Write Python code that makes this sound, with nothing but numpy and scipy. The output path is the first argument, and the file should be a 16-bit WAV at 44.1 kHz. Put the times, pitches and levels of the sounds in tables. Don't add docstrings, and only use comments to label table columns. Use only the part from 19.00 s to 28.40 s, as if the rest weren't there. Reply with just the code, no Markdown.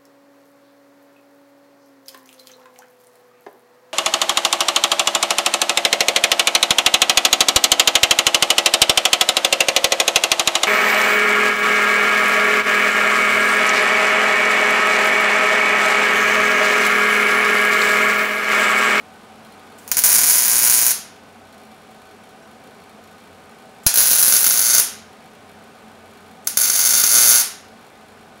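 import sys
import numpy as np
from scipy import signal
from scipy.fft import rfft, irfft
from scipy.io import wavfile
from scipy.ndimage import uniform_filter1d

SR = 44100
rng = np.random.default_rng(int(sys.argv[2]) if len(sys.argv) > 2 else 0)


def gain_from_decibels(decibels):
    exponent = np.asarray(decibels, float) / 20
    return 10 ** exponent


def master(y):
    cut = np.clip(np.atleast_2d(y).T, -1, 1)
    pcm = np.round(cut * 32767)
    wavfile.write(sys.argv[1], SR, pcm.astype(np.int16))


N = 414540


def level(x, db):
    return x * gain_from_decibels(db) / np.sqrt(np.mean(x ** 2))


def on_log_hz(table, size):
    hz, value = np.transpose(table)
    bin_hz = np.arange(size // 2 + 1) * SR / size
    return np.interp(np.log(np.maximum(bin_hz, 1)), np.log(hz), value)


def bumps(table):
    hz = np.arange(2049) * SR / 4096
    return sum(db / (1 + (2 * (hz - centre) / width) ** 2) for centre, width, db in table)


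def colour(x, gain_db):
    cepstrum = irfft(gain_db * np.log(10) / 20)
    cepstrum[1:2048] *= 2
    cepstrum[2049:] = 0
    response = irfft(np.exp(rfft(cepstrum)))
    return signal.fftconvolve(x, response)[:len(x)]


def band(hz, width_hz, size=N):
    b, a = signal.iirpeak(hz, hz / width_hz, SR)
    return level(signal.lfilter(b, a, rng.standard_normal(size)), 0)


def fade(t60, size):
    return 1000. ** (-np.arange(size) / SR / t60)


def spikes(events):
    x = np.zeros(N)
    s, db = np.transpose(events)
    np.add.at(x, np.minimum((s * SR).astype(int), N - 1), gain_from_decibels(db))
    return x


# pitch in Hz, level in dB per Hz.
FAN_AIR = [(15, -26), (25, -24.5), (136, -6.5), (227, 2.5), (349, -7), (410, -1), (614, -3.5), (741, -2),
           (997, -6.5), (1490, -8.5), (1950, -12.5), (2300, -12), (6550, -24.5), (9300, -25.5),
           (15500, -37.5)]
# time in seconds, level in dB.
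FAN_LOUDNESS = [(0, -44), (.78, -43), (2.3, -45), (4.7, -44.5), (7.3, -44.5), (9.4, -45)]
# pitch in Hz, level in dB rms.
CABINET_TONES = [(53.8, -81), (91.5, -64), (220.7, -57.5), (409.1, -61.5), (662.1, -62.5), (759.0, -57),
                 (1066, -67.5), (1233, -61.5), (1502, -61.5)]


def fan():
    air = level(colour(rng.standard_normal(N), on_log_hz(FAN_AIR, 4900)), -1.5)
    tones = sum(gain_from_decibels(db + 46) * band(hz, 2.5 + hz / 100) for hz, db in CABINET_TONES)
    s, db = np.transpose(FAN_LOUDNESS)
    return gain_from_decibels(np.interp(np.arange(N) / SR, s, db)) * (air + tones)


# time in seconds, peak in dB.
HARD_KNOCKS = [(.4494, -47), (.5227, -49), (.5955, -50), (.6679, -50), (2.7158, -49), (2.9123, -49),
               (3.1114, -50), (3.2396, -52), (3.513, -49), (3.6392, -48), (3.8382, -51), (3.8946, -48),
               (4.0388, -50), (4.1131, -51), (4.2383, -50), (4.5122, -51), (6.1293, -50), (6.258, -54),
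               (6.4924, -49), (6.6376, -50), (7.0582, -51), (7.11, -50), (7.1844, -57), (7.3126, -48),
               (9.0841, -49)]
# pitch in Hz, level in dB.
PANEL_TONES = [(2315, -69.5), (2584, -81), (3295, -74), (3623, -73), (4134, -72.5), (4420, -73),
               (5600, -76.5), (6433, -88), (6988, -77), (8070, -88.5), (8236, -82.5), (8995, -80.5),
               (9082, -92), (9717, -89), (10562, -93), (11084, -84)]


def rattle(size=20000):
    shaft_hz, panel_t60 = 54.9, .07
    turns = np.arange(0, N / SR, 1 / shaft_hz)
    chance = rng.standard_normal((len(turns), 2))
    nudge_s = np.abs(turns + 0.012 + 0.00098 * chance[:, 0])
    nudge_db = -56 + 3.9 * chance[:, 1]
    nudges = spikes(np.transpose([nudge_s, nudge_db])) + spikes(HARD_KNOCKS)
    t = np.arange(size) / SR
    tones = sum(gain_from_decibels(db + 71.0) * np.sin(2 * np.pi * hz * t) for hz, db in PANEL_TONES)
    ring = fade(panel_t60, size) * tones
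    tick = (fade(.03, size) + .2 * fade(.3, size)) * band(10000, 9000, size=size)
    return gain_from_decibels(-6.5) * signal.fftconvolve(nudges, ring + tick)[:N]


# time in seconds, peak in dB.
SWITCH_CLICKS = [
    (0.7851, -32),
    (4.8349, -33.5),
    (7.4455, -36),
]
# pitch in Hz, width in Hz, time to die away (60 dB) in seconds.
SWITCH_RING = (7400, 770, 0.068)


def trigger():
    hz, width_hz, t60 = SWITCH_RING
    ring = fade(t60, 8000) * band(hz, width_hz, size=8000)
    snap = .8 * fade(.04, 8000) * band(11000, 7000, size=8000)
    return gain_from_decibels(-11.5) * signal.fftconvolve(spikes(SWITCH_CLICKS), ring + snap)[:N]


# start in seconds, end in seconds.
GAS_FLOW = [
    (.787, 1.92),
    (4.836, 5.8),
    (7.447, 8.42),
]


def gas():
    t = np.arange(N) / SR
    flow = sum((t > on) * (t < off) for on, off in GAS_FLOW)
    smooth_flow = uniform_filter1d(1. * flow, size=400)
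    return gain_from_decibels(-53.5) * smooth_flow * band(9000, 9100)


# time in seconds, peak in dB.
FIRST_BURSTS = [(0.8779, -18), (.8903, -24), (0.9158, 3.5), (0.9457, -18), (0.9694, 2), (0.9815, 1.5),
                (.9902, 0), (1.0197, -10), (1.038, 4), (1.0427, -2), (1.1568, 3), (1.1753, -4), (1.234, 1),
                (1.2979, 2), (1.3072, 1), (1.3149, -3), (1.363, -8), (1.525, -3), (1.532, -1), (1.692, -5),
                (1.7335, -1), (1.9072, -1.5)]
# time in seconds, peak in dB.
NEAR_BURSTS = [(4.8646, 7.5), (4.8658, 0), (4.941, -1), (4.9504, -13), (4.958, 4), (4.9735, 5.5),
               (4.983, 1.5), (5.0059, 1), (5.0149, -0.5), (5.0568, 0), (5.0722, -1.5), (5.1138, 4),
               (5.1321, -0.5), (5.2266, 3), (5.281, 1), (5.3387, 0), (5.4746, -3.5), (5.516, -5)]
# time in seconds, peak in dB.
FAR_BURSTS = [(4.8646, -3), (5.3229, 3.5), (5.3561, -1.5), (5.3645, 1), (5.4423, 3), (5.4651, 4.5),
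              (5.5069, -1), (5.5389, -1), (5.5486, -8), (5.5739, -2.5), (5.5924, -1.5), (5.6021, -10.5),
              (5.781, 3), (5.798, 2), (7.472, -0.5), (7.5722, 2.5), (7.5875, -4.5), (7.655, -1),
              (7.6988, 0.5), (7.7915, 1.5), (7.85, 0), (7.9354, 0.5), (7.9501, -1), (8.027, -22),
              (8.0371, 4.5), (8.095, -9), (8.1317, 0.5), (8.15, -2), (8.2639, -2), (8.3655, -5)]
# start in seconds, end in seconds, timing scatter in ms,
# share of ripples with a second pop (0-1), size scatter in dB.
BURN_STRETCHES = [
    [(1.045, 1.33, 1.3, .3, 1.4), (1.33, 1.6, .9, .06, 1.3), (1.6, 1.92, .55, 0, 1.2)],
    [(4.99, 5.2, 1.3, .25, 1.2), (5.2, 5.61, .6, .04, 1.)],
    [(5.61, 5.8, .35, 0, 1.3), (7.59, 7.82, 1.5, .5, 2.), (7.82, 8.11, .8, .12, 1.2),
     (8.11, 8.42, .35, 0, .9)],
]
# time in seconds, peak of a pop in dB.
ARC_STRENGTH = [
    [(1.04, -0.5), (1.11, -2.5), (1.16, -1), (1.24, -2), (1.38, -2.5), (1.56, -3.5), (1.72, 0.5),
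     (1.79, -1.5), (1.92, -3.5)],
    [(4.98, -1.5), (5.03, -3.5), (5.09, -4), (5.13, -2.5), (5.2, -2.5), (5.27, -2.5), (5.4, -6.5),
     (5.55, -4.5), (5.61, -9)],
    [(5.6, -6.5), (5.69, -2.5), (5.74, -1.5), (5.8, -4), (7.59, -7.5), (7.78, -6.5), (7.86, -3),
     (8.02, -3.5), (8.1, -6.5), (8.13, 1.5), (8.2, 0.5), (8.35, 0), (8.42, -4)],
]


def pops(place):
    ripple_hz, ripple_phase = 120, .83
    second_pop_db, clear_ms = -4, 3.5
    bursts = [FIRST_BURSTS, NEAR_BURSTS, FAR_BURSTS]
    marked = np.concatenate(bursts)[:, 0]
    rows = [bursts[place]]
    for start, end, scatter_ms, twice, scatter_db in BURN_STRETCHES[place]:
        count = np.arange(np.ceil(start * ripple_hz - ripple_phase), end * ripple_hz - ripple_phase)
        ripple = (count + ripple_phase) / ripple_hz
        early, size, size_again = rng.standard_normal((len(ripple), 3)).T
        again = rng.random(len(ripple)) < twice
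        s = ripple + early * scatter_ms / 1000
        s = np.append(s, s[again] + .5 / ripple_hz)
        vary_db = np.append(scatter_db * size, second_pop_db + scatter_db * size_again[again])
        db = np.interp(s, *np.transpose(ARC_STRENGTH[place])) + vary_db
        free = np.abs(s[:, None] - marked).min(axis=1) > clear_ms / 1000
        rows.append(np.transpose([s, db])[free])
    return np.concatenate(rows)


# pitch in Hz, time to die away (60 dB) in seconds.
GARAGE_DECAY = [(300, 0.22), (800, 0.51), (2000, 0.63), (5500, 0.44), (10000, 0.3), (15000, 0.24)]


def garage(size=30000):
    _, _, bands = signal.stft(rng.standard_normal(size), nperseg=128)
    s = np.arange(bands.shape[1]) * 64 / SR
    decay = 1000. ** (-s / on_log_hz(GARAGE_DECAY, 128)[:, None])
    tail = signal.istft(bands * decay, nperseg=128)[1][:size]
    return tail * (1 - fade(0.02, size))


# nearby steel in dB, its time to die away (60 dB) in seconds,
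# its dullness (0-1), garage in dB.
STEEL_AND_GARAGE = [
    (-19.5, .04, .4, -30.5),
    (-25, .04, .35, -30.5),
    (-14, .014, .2, -32),
]
# delay in ms, level in dB.
SINGLE_ECHOES = [
    [(.35, -5), (1.1, -5), (2.1, -4), (4.0, -13), (5.5, -12)],
    [(.8, -9), (2.1, -5), (3.9, -14), (5.8, -12)],
    [(1.4, -1), (1.8, -2), (3.3, -2), (3.8, -2)],
]
# pitch in Hz, dB per Hz.
PLACE_COLOUR = [
    [(35, -49.5), (60, -31.5), (262, -13), (492, -18), (651, -7.5), (749, -10), (1340, -11), (1510, -6),
     (3580, -11), (6740, 2), (7750, -1), (10500, 4), (12400, -0.5), (14600, 5.5), (16000, -2.5)],
    [(35, -51.5), (60, -33), (408, -13), (469, -22.5), (527, -10), (1340, -16), (1510, -3.5), (2000, -13),
     (3760, -5.5), (6280, 0), (7750, -11.5), (10500, 8.5), (12700, 8), (14600, 6.5), (16000, 7.5)],
    [(35, -66.5), (60, -71.5), (244, -18), (323, -24), (698, -15.5), (1090, -18.5), (1520, -5.5),
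     (1740, -15), (2140, -15), (3340, -19), (5860, -3), (6280, 4), (7940, -8), (10300, -3), (16000, -2)],
]
# pitch in Hz, width in Hz, gain in dB.
PEAKS_AND_DIPS = [
    [(1020, 260, 4), (1520, 110, 4), (2427, 160, 7), (5790, 98.6, 3.5), (6920, 160, 6.5), (7500, 350, -8),
     (8900, 170, -3), (10720, 100, 4), (12770, 600, -12)],
    [(1500, 150, 0.5), (1950, 310, 1), (2500, 150, 5.5), (4200, 100, 7), (4750, 400, -2.5),
     (6290, 140, 8.5), (6550, 100, -3.5), (6760, 114, 11.5), (10130, 200, 2.5), (12480, 700, -6.5)],
    [(1520, 200, 3), (1800, 190, -2.5), (2133, 90, 12), (3594, 110, 12), (4540, 280, 12), (5100, 190, -4),
     (5700, 140, 2.5), (5900, 110, -16.5), (6090, 160, 5.5), (6800, 150, -11), (6730, 110, 8.5),
     (8240, 500, -2.5), (10100, 260, 8.5), (13700, 500, -11)],
]


def surroundings(place):
    steel_db, steel_t60, dull, _ = STEEL_AND_GARAGE[place]
    scatter = signal.lfilter([1], [1, -dull], rng.standard_normal(8192))
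    path = gain_from_decibels(steel_db) * fade(steel_t60, 8192) * scatter
    path[0] = 1
    for ms, echo_db in SINGLE_ECHOES[place]:
        path[int(ms * SR / 1000)] += gain_from_decibels(echo_db) * rng.choice([-1, 1])
    want_db = on_log_hz(PLACE_COLOUR[place], 4096) + bumps(PEAKS_AND_DIPS[place])
    power = np.abs(rfft(path)) ** 2
    smooth = uniform_filter1d(uniform_filter1d(power, size=24), size=24)[::2]
    return colour(path, want_db - 10 * np.log10(smooth))


# pitch in Hz, level in dB per Hz.
TAIL_COLOUR = [(120, -56), (290, -20.5), (500, -20), (727, -15.5), (1070, -16), (1510, -10.5),
               (1750, -13.5), (2400, -15), (4150, -10.5), (6670, -2.5), (7820, -8.5), (10600, 2.5),
               (12800, -6), (15600, -9.5)]
# pitch in Hz, width in Hz, gain in dB.
MICROPHONE_DIPS = [(7860, 400, -7), (13100, 520, -8.5)]
PLACE_LOUDNESS = (14.5, 15.5, 18.5)


def arc(place, room):
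    kicks = spikes(pops(place))
    spit_noise = signal.lfilter([0, 1], [1, -.6], kicks) * rng.standard_normal(N)
    spit = .2 * np.diff(spit_noise, prepend=0)
    garage_db = STEEL_AND_GARAGE[place][3]
    path = gain_from_decibels(garage_db) * colour(room, on_log_hz(TAIL_COLOUR, 4096))
    path[:8192] += surroundings(place)
    path = colour(path, bumps(MICROPHONE_DIPS))
    path = signal.lfilter(*signal.butter(2, 140, "high", fs=SR), path)
    return gain_from_decibels(PLACE_LOUDNESS[place] + 0.32) * signal.fftconvolve(kicks + spit, path)[:N]


# pitch in Hz, level in dB, time to die away (60 dB) in seconds.
COOLING_TONES = [(5600, -56, .16), (7450, -53, .05), (10000, -62, .04), (14000, -68, .15)]


def ping():
    t = np.arange(N) / SR - 3.424
    x = np.zeros(N)
    for hz, db, t60 in COOLING_TONES:
        x += gain_from_decibels(db) * (t > 0) * 1000. ** (-np.abs(t) / t60) * np.sin(2 * np.pi * hz * t)
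    return x


# time in seconds, level in dB, decay in
# seconds.
LOW_THUMP = (4.8646, -6, 0.0023)


def thump():
    s, db, decay = LOW_THUMP
    t = np.maximum(np.arange(N) / SR - s, 0)
    return -gain_from_decibels(db) * (1 - np.exp(-t / 0.00036)) * np.exp(-t / decay)


def scene():
    room = garage()
    tacks = sum(arc(place, room) for place in range(3))
    return (fan() + rattle() + trigger() + gas() + tacks + ping())[None]


def roll_off(x):
    return signal.sosfilt(signal.butter(12, 16520, fs=SR, output="sos"), x)


def record(dry):
    clip = 1.08
    hot = np.clip(np.clip(dry, -clip, clip) + thump(), -clip, clip)
    treble_cut = signal.ellip(8, .1, 25, 15740, fs=SR, output="sos")
    mix = signal.sosfiltfilt(treble_cut, hot)
    return roll_off(mix)


dry = scene()
out = record(dry)
master(out)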